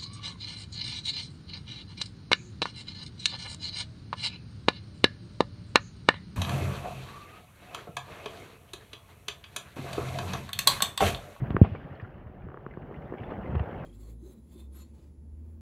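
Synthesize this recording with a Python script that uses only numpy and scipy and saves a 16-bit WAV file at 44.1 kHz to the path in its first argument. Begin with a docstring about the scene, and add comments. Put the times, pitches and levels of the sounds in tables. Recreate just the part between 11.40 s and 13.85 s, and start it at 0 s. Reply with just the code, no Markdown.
"""Fish tank with a filter pump, heard indoors

A filter pump runs in a shallow fish tank: a low noise drone with faint hum lines, a dull wash of
shaped noise, and bubbles made as damped rings that rise in pitch. Soft knocks ring a low boom and hard
little taps ring the damped body; one knock near the start is heavy, two near the end come with scuffs.
The sound at the microphone is muffled, with little above 3.5 kHz but faint hiss."""
import sys
import numpy as np
from scipy import signal
from scipy.fft import rfft, irfft, next_fast_len
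from scipy.io import wavfile
from scipy.ndimage import uniform_filter1d, map_coordinates

SR = 44100
rng = np.random.default_rng(int(sys.argv[2]) if len(sys.argv) > 2 else 0)


def inscribe(sig):
    """Save sig as 16-bit PCM at rate SR to the path in sys.argv[1].

    A 1-D sig is mono; a 2-D sig holds one channel per row.
    Samples are clipped to [-1, 1] before scaling.
    """
    pcm = np.round(np.clip(np.atleast_2d(sig).T, -1, 1) * 32767)
    wavfile.write(sys.argv[1], SR, pcm.astype(np.int16))


N = 108045  # length in samples
LOW_CUT_HZ = 104  # high-pass on knocks and taps


def amp(db):
    """Amplitude factor for a level in dB."""
    return 10 ** (np.asarray(db) / 20)


def unit(x):
    """x scaled to an rms of 1."""
    return x / np.sqrt(np.mean(x ** 2) + 1e-20)


def along(points, hz):
    """Values at hz, read between (Hz, value) points on a log frequency axis."""
    f, v = np.transpose(points)
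    return np.interp(np.log(hz + 1), np.log(f + 1), v)


def wobble(rate):
    """A smooth random curve through rate knots a second."""
    knots = rng.standard_normal(int(N * rate / SR) + 4)
    return map_coordinates(knots, [np.arange(N) * rate / SR])


def filtered(x, response):
    """x passed through a complex response given as a function of frequency."""
    m = next_fast_len(len(x) + SR // 2)
    return irfft(rfft(x, m) * response(np.fft.rfftfreq(m, 1 / SR)), m)[:len(x)]


def cut(x, hz, kind, order):
    """Causal low-pass or high-pass."""
    sos = signal.butter(order, min(hz, SR / 2 - 1), kind, fs=SR, output="sos")
    return signal.sosfilt(sos, x)


def noise(spectrum, patchy_db):
    """Coloured noise of rms 1 whose gain varies in patches of time and frequency."""
    z = signal.stft(rng.standard_normal(N), nperseg=512)[2]
    field = rng.standard_normal(z.shape)
    for axis in (0, 1):
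        field = uniform_filter1d(field, size=5, axis=axis)
    patchy = signal.istft(z * amp(patchy_db * unit(field)), nperseg=512)[1][:N]
    return unit(filtered(patchy, lambda hz: amp(along(spectrum, hz))))


def swell(s, db, rise, t60):
    """Envelope: a smooth rise up to time s, then a decay of 60 dB in t60 seconds."""
    t = np.arange(N) / SR - s
    decay = amp(db - 60 * np.maximum(t, 0) / t60)
    return decay * np.exp(-(np.minimum(t, 0) / rise) ** 2)


def add(track, s, db, sound):
    """Place a sound at time s with the given peak level."""
    part = track[max(round(s * SR), 0):][:len(sound)]
    part += amp(db) * sound[:len(part)] / np.abs(sound).max()


def in_room(x, wet_db):
    """The sound plus the room's short tail: noise that dies away sooner in the treble."""
    # Reverberation of the room. Each row: frequency in Hz, time to fall 60 dB in s.
    room = [(100, 0.41), (1000, 0.14), (5000, 0.045)]
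    hz, t, z = signal.stft(rng.standard_normal(SR // 2), SR, nperseg=256)
    fade = amp(-60 * t / along(room, hz)[:, None])
    tail = signal.istft(z * fade, SR, nperseg=256)[1]
    return x + amp(wet_db) * signal.fftconvolve(x, tail / np.linalg.norm(tail))[:N]


def pump(level_db):
    """The pump's low noise drone, with a few faint hum lines of wandering phase."""
    # Colour of the drone. Each row: frequency in Hz, relative level in dB.
    drone_colour = [(20, -44.5), (35, 0), (60, -1), (125, -1), (200, -1), (280, -9.5), (450, -20.5),
                    (900, -74)]
    # Hum lines of the pump. Each row: frequency in Hz, rms level in dB.
    hum_lines = [(138, -54), (366, -62), (602, -68.5), (755, -73)]
    t = np.arange(N) / SR
    hum = np.zeros(N)
    for hz, db in hum_lines:
        phase = 2 * np.pi * hz * t + 1.27 * wobble(5.65)
        hum += amp(db) * np.sqrt(2) * np.sin(phase)
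    gain = amp(level_db + 0.5 + 1.4 * wobble(25))
    return hum + gain * noise(drone_colour, patchy_db=2.5)


def water(wash_db, splash_db):
    """Moving water: a dull noise wash, and patchy noise above it that crackles by fast gain swings."""
    # Colours of the low wash and of the splashing. Each row: frequency in Hz, relative level in dB.
    wash_colour = [(130, -30), (270, -3.5), (370, -2.5), (520, -2.5), (760, -4), (950, -10.5),
                   (1400, -24.5), (3000, -71.5)]
    splash_colour = [(500, -25.5), (1000, 0), (1400, 0.5), (1900, -2.5), (2300, -11), (2950, -12),
                     (3350, -19), (3700, -26.5), (5000, -36), (7500, -51.5)]
    wash = amp(wash_db + 0.3 * wobble(5.7)) * noise(wash_colour, patchy_db=1.46)
    crackle = unit(amp(1.6 * wobble(260)) * noise(splash_colour, patchy_db=2.5))
    return wash + amp(splash_db - 2.5 + 0.34 * wobble(26)) * crackle


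def bubble(hz, cycles):
    """A damped ring that rises in pitch; it falls 60 dB over the given cycles."""
    pitch_rise, attack_s = 0.046, 0.00051  # pitch gain as a fraction over its life; soft start
    life = cycles / hz
    t = np.arange(int(life * SR)) / SR
    ring = np.sin(2 * np.pi * hz * t * (1 + pitch_rise * t / life / 2))
    return ring * amp(-60 * t / life) * (1 - np.exp(-t / attack_s))


def bubbles(splash_db):
    """Each splash rings one bubble among muffled droplets; many small bubbles follow the splashing level."""
    # Splashes with a clear bubble. Each row: start in s, peak level in dB before the room,
    # starting pitch in Hz, cycles to fall 60 dB.
    splashes = [(0.071, -45.5, 1650, 23), (0.358, -47.5, 2280, 50), (0.554, -63, 4230, 36),
                (0.599, -41, 1870, 28), (.6170, -66, 4750, 56), (0.6448, -44.5, 1384, 39),
                (0.7425, -60, 2700, 42), (1.0210, -55.5, 2320, 28), (1.3097, -50, 2040, 60),
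                (1.3388, -46.5, 1650, 18), (1.421, -53, 2200, 30), (1.5434, -43, 2020, 20),
                (1.5620, -54, 2800, 30), (1.736, -45, 1780, 33), (1.783, -44, 2270, 22),
                (1.802, -51, 2820, 45), (1.834, -42, 1816, 29), (1.835, -49, 2730, 21),
                (1.839, -56.5, 3426, 160), (1.9092, -45.5, 1760, 32), (1.9040, -60, 3400, 110),
                (1.9320, -56, 2830, 40), (1.938, -46.5, 1870, 35), (2.058, -44.5, 2010, 37),
                (2.1816, -51.5, 2740, 45), (2.4000, -53, 2540, 120)]
    # Droplets: level in dB against the bubble, scatter in s and in log pitch, cycles to fall 60 dB.
    spray_db, spray_s, spray_spread, droplet_cycles = -8, 0.0083, 0.29, 10
    # Small bubbles: number a second, middle pitch in Hz, octaves either side, cycles to fall 60 dB.
    fizz_per_s, fizz_hz, fizz_octaves, fizz_cycles = 130, 1959, 0.706, 31
    clear, small = np.zeros(N), np.zeros(N)
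    for s, db, hz, cycles in splashes:
        add(clear, s, db, bubble(hz, cycles))
        for u, v, w in rng.uniform(-1.1, 1, size=(5, 3)):
            droplet = bubble(hz * np.exp(spray_spread * w), droplet_cycles)
            add(small, s + spray_s * (u + 0.5) / 2, db + spray_db + 3 * v, droplet)
    for u, v, w in rng.random((int(fizz_per_s * N / SR), 3)):
        at = int(u * (N - 1))
        octaves = fizz_octaves * (2 * w - 1)
        db = splash_db[at] - 10 * v - 7 * octaves  # higher ones are softer
        add(small, at / SR, db, bubble(fizz_hz * 2 ** octaves, fizz_cycles))
    return clear + cut(small, 3230, "low", order=8)


def knocks():
    """A soft blow sets off a low boom and a weaker overtone, each a damped resonance."""
    # Soft knocks. Each row: start in s, peak level in dB before the room, boom pitch in Hz,
    # boom Q, contact brightness (low-pass) in Hz.
    knock_list = [(0.019, -21, 130, 4.1, 336), (0.1051, -21, 58, 4.9, 705), (0.1453, -15.5, 103, 1.17, 469),
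                  (.2148, -.6, 79, 1.76, 720), (0.3141, -27.5, 95.6, 3.5, 199), (0.51, -33, 85.5, 2, 304),
                  (0.623, -31, 99, 2.7, 200), (.8600, -35.5, 72, 2.7, 201), (1.0560, -36, 82, 3.4, 220),
                  (1.2650, -33.5, 171, 1.2, 520), (1.3719, -32.5, 159, 1.2, 515),
                  (1.8060, -30.5, 132, 1.9, 298), (2.09, -26, 62, 4, 220), (2.1470, -22, 66, 1.5, 260),
                  (2.1580, -19, 66, 2.2, 115), (2.1990, -20.5, 66, 1.9, 105), (2.404, -32, 166, 5.7, 352)]
    overtone_ratio, overtone_q, overtone_db = 2.23, 1.95, -20

    def mode(f, hz, q):
        return 1 / (1 - (f / hz) ** 2 + 1j * f / (hz * q))

    out = np.zeros(N)
    for s, db, boom_hz, q, bright_hz in knock_list:
        def boom_and_overtone(f):
            overtone = mode(f, overtone_ratio * boom_hz, overtone_q)
            return mode(f, boom_hz, q) + amp(overtone_db) * overtone

        push = cut(-signal.unit_impulse(SR // 4), bright_hz, "low", order=4)
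        boom = filtered(push, boom_and_overtone)
        add(out, s, db, cut(boom, LOW_CUT_HZ, "high", order=4))
    return out


def taps():
    """A short contact rings the heavily damped body; harder contact is brighter."""
    # Hard taps. Each row: start in s, peak level in dB before the room, contact brightness (low-pass) in Hz.
    tap_list = [(0.1058, -27.5, 3300), (0.1663, -11.5, 1860), (0.3516, -33, 1300), (.6003, -37, 2100),
                (1.0660, -35.5, 560), (1.0870, -35.5, 1790), (1.1030, -40, 1890), (1.1177, -39, 1600),
                (1.1432, -31.5, 1550), (1.1733, -32, 1690), (1.2644, -26.5, 1590), (1.3722, -31.5, 990),
                (1.5114, -33, 945), (1.524, -36, 1200), (1.7230, -26.5, 860), (1.7389, -29, 870),
                (1.9200, -28, 770)]
    # Resonances of the tapped body. Each row: centre in Hz, width in Hz, level in dB.
    resonances = [(151, 230, -8), (377, 131, 8), (1126, 295, 2), (1570, 1300, -12.5), (2760, 910, -12.5)]

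    def body(f):
        return sum(amp(db) * 1j * f * w / (c * c - f * f + 1j * f * w) for c, w, db in resonances)

    out = np.zeros(N)
    for s, db, bright_hz in tap_list:
        push = cut(signal.unit_impulse(SR // 8), bright_hz, "low", order=5)
        add(out, s, db, cut(filtered(push, body), LOW_CUT_HZ, "high", order=2))
    return out


def scuffs():
    """Brief rubbing noises, most of them along with a knock, made gritty by fast gain swings."""
    # Scuffs and swishes. Each row: time of the top in s, rms level there in dB, rise in s,
    # time to fall 60 dB in s.
    scuff_list = [(0.1063, -37, 0.0011, 0.094), (0.249, -32, 0.011, 0.09), (0.351, -39.5, 0.0038, 0.073),
                  (1.9150, -40.5, 0.029, 0.14), (2.1550, -28.5, 0.003, 0.024), (2.197, -32, 0.003, 0.055)]
    # Colour of the rubbing. Each row: frequency in Hz, relative level in dB.
    scuff_colour = [(100, -13.5), (350, 4), (700, -2), (1300, -7.5), (2000, -15.5), (2800, -20.5),
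                    (3800, -37), (5500, -53), (7500, -71)]
    grit = unit(amp(0.97 * wobble(450)) * noise(scuff_colour, patchy_db=1.5))
    return sum(swell(*row) for row in scuff_list) * grit


def slosh():
    """A hissy noise wash follows the heavy knock and dies away."""
    # Colour of the slosh. Each row: frequency in Hz, relative level in dB.
    slosh_colour = [(500, -17), (1200, -5.5), (2600, -0.5), (3400, -9.5), (3900, -18.5), (5000, -23.5),
                    (6000, -36.5), (9000, -45)]
    return swell(s=0.217, db=-53.5, rise=0.003, t60=1) * noise(slosh_colour, patchy_db=1.2)


def hiss(level_db):
    """Faint noise in the far treble, without patches."""
    # Colour of the hiss. Each row: frequency in Hz, relative level in dB.
    hiss_colour = [(2000, 2), (5000, -3.5), (6500, -1.5), (8000, -8.5), (10000, -1.5), (12000, 2),
                   (15500, 4)]
    even = filtered(rng.standard_normal(N), lambda hz: amp(along(hiss_colour, hz)))
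    return amp(level_db + 5.5) * unit(even)


def scene():
    """Pump, water, knocks and hiss at one microphone."""
    # Course of the steady layers, before each layer's own trim. Each row: time in s, level of the drone,
    # of the low wash, of the splashing and of the hiss, all in dB.
    levels = [(0.06, -37, -47.5, -51, -80.5), (0.191, -42.5, -48, -51.5, -83),
              (0.35, -44, -50.5, -57.5, -90), (0.55, -50.5, -50, -55, -88.5),
              (0.761, -50, -55.5, -59.5, -91.5), (1.02, -49, -55, -61.5, -92),
              (1.3, -48.5, -52, -60.5, -92), (1.66, -44, -48, -55.5, -87.5), (1.9, -42, -42.5, -54, -86.5),
              (2.1, -39, -42, -51, -86), (2.439, -44, -43.5, -50, -85.5)]
    s, *columns = np.transpose(levels)
    t = np.arange(N) / SR
    drone_db, wash_db, splash_db, hiss_db = [np.interp(t, s, c) for c in columns]
    bed = pump(drone_db) + water(wash_db, splash_db) + hiss(hiss_db)
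    blows = in_room(knocks(), wet_db=-26) + in_room(taps(), wet_db=-20)
    rubs = scuffs() + slosh()
    return (bed + blows + rubs + in_room(bubbles(splash_db), wet_db=-5.5))[None]


def record(dry):
    """The recorder keeps nothing above its band limit."""
    top_hz = 15750
    return filtered(dry[0], lambda hz: hz < top_hz)[None]


dry = scene()
out = record(dry)
inscribe(out)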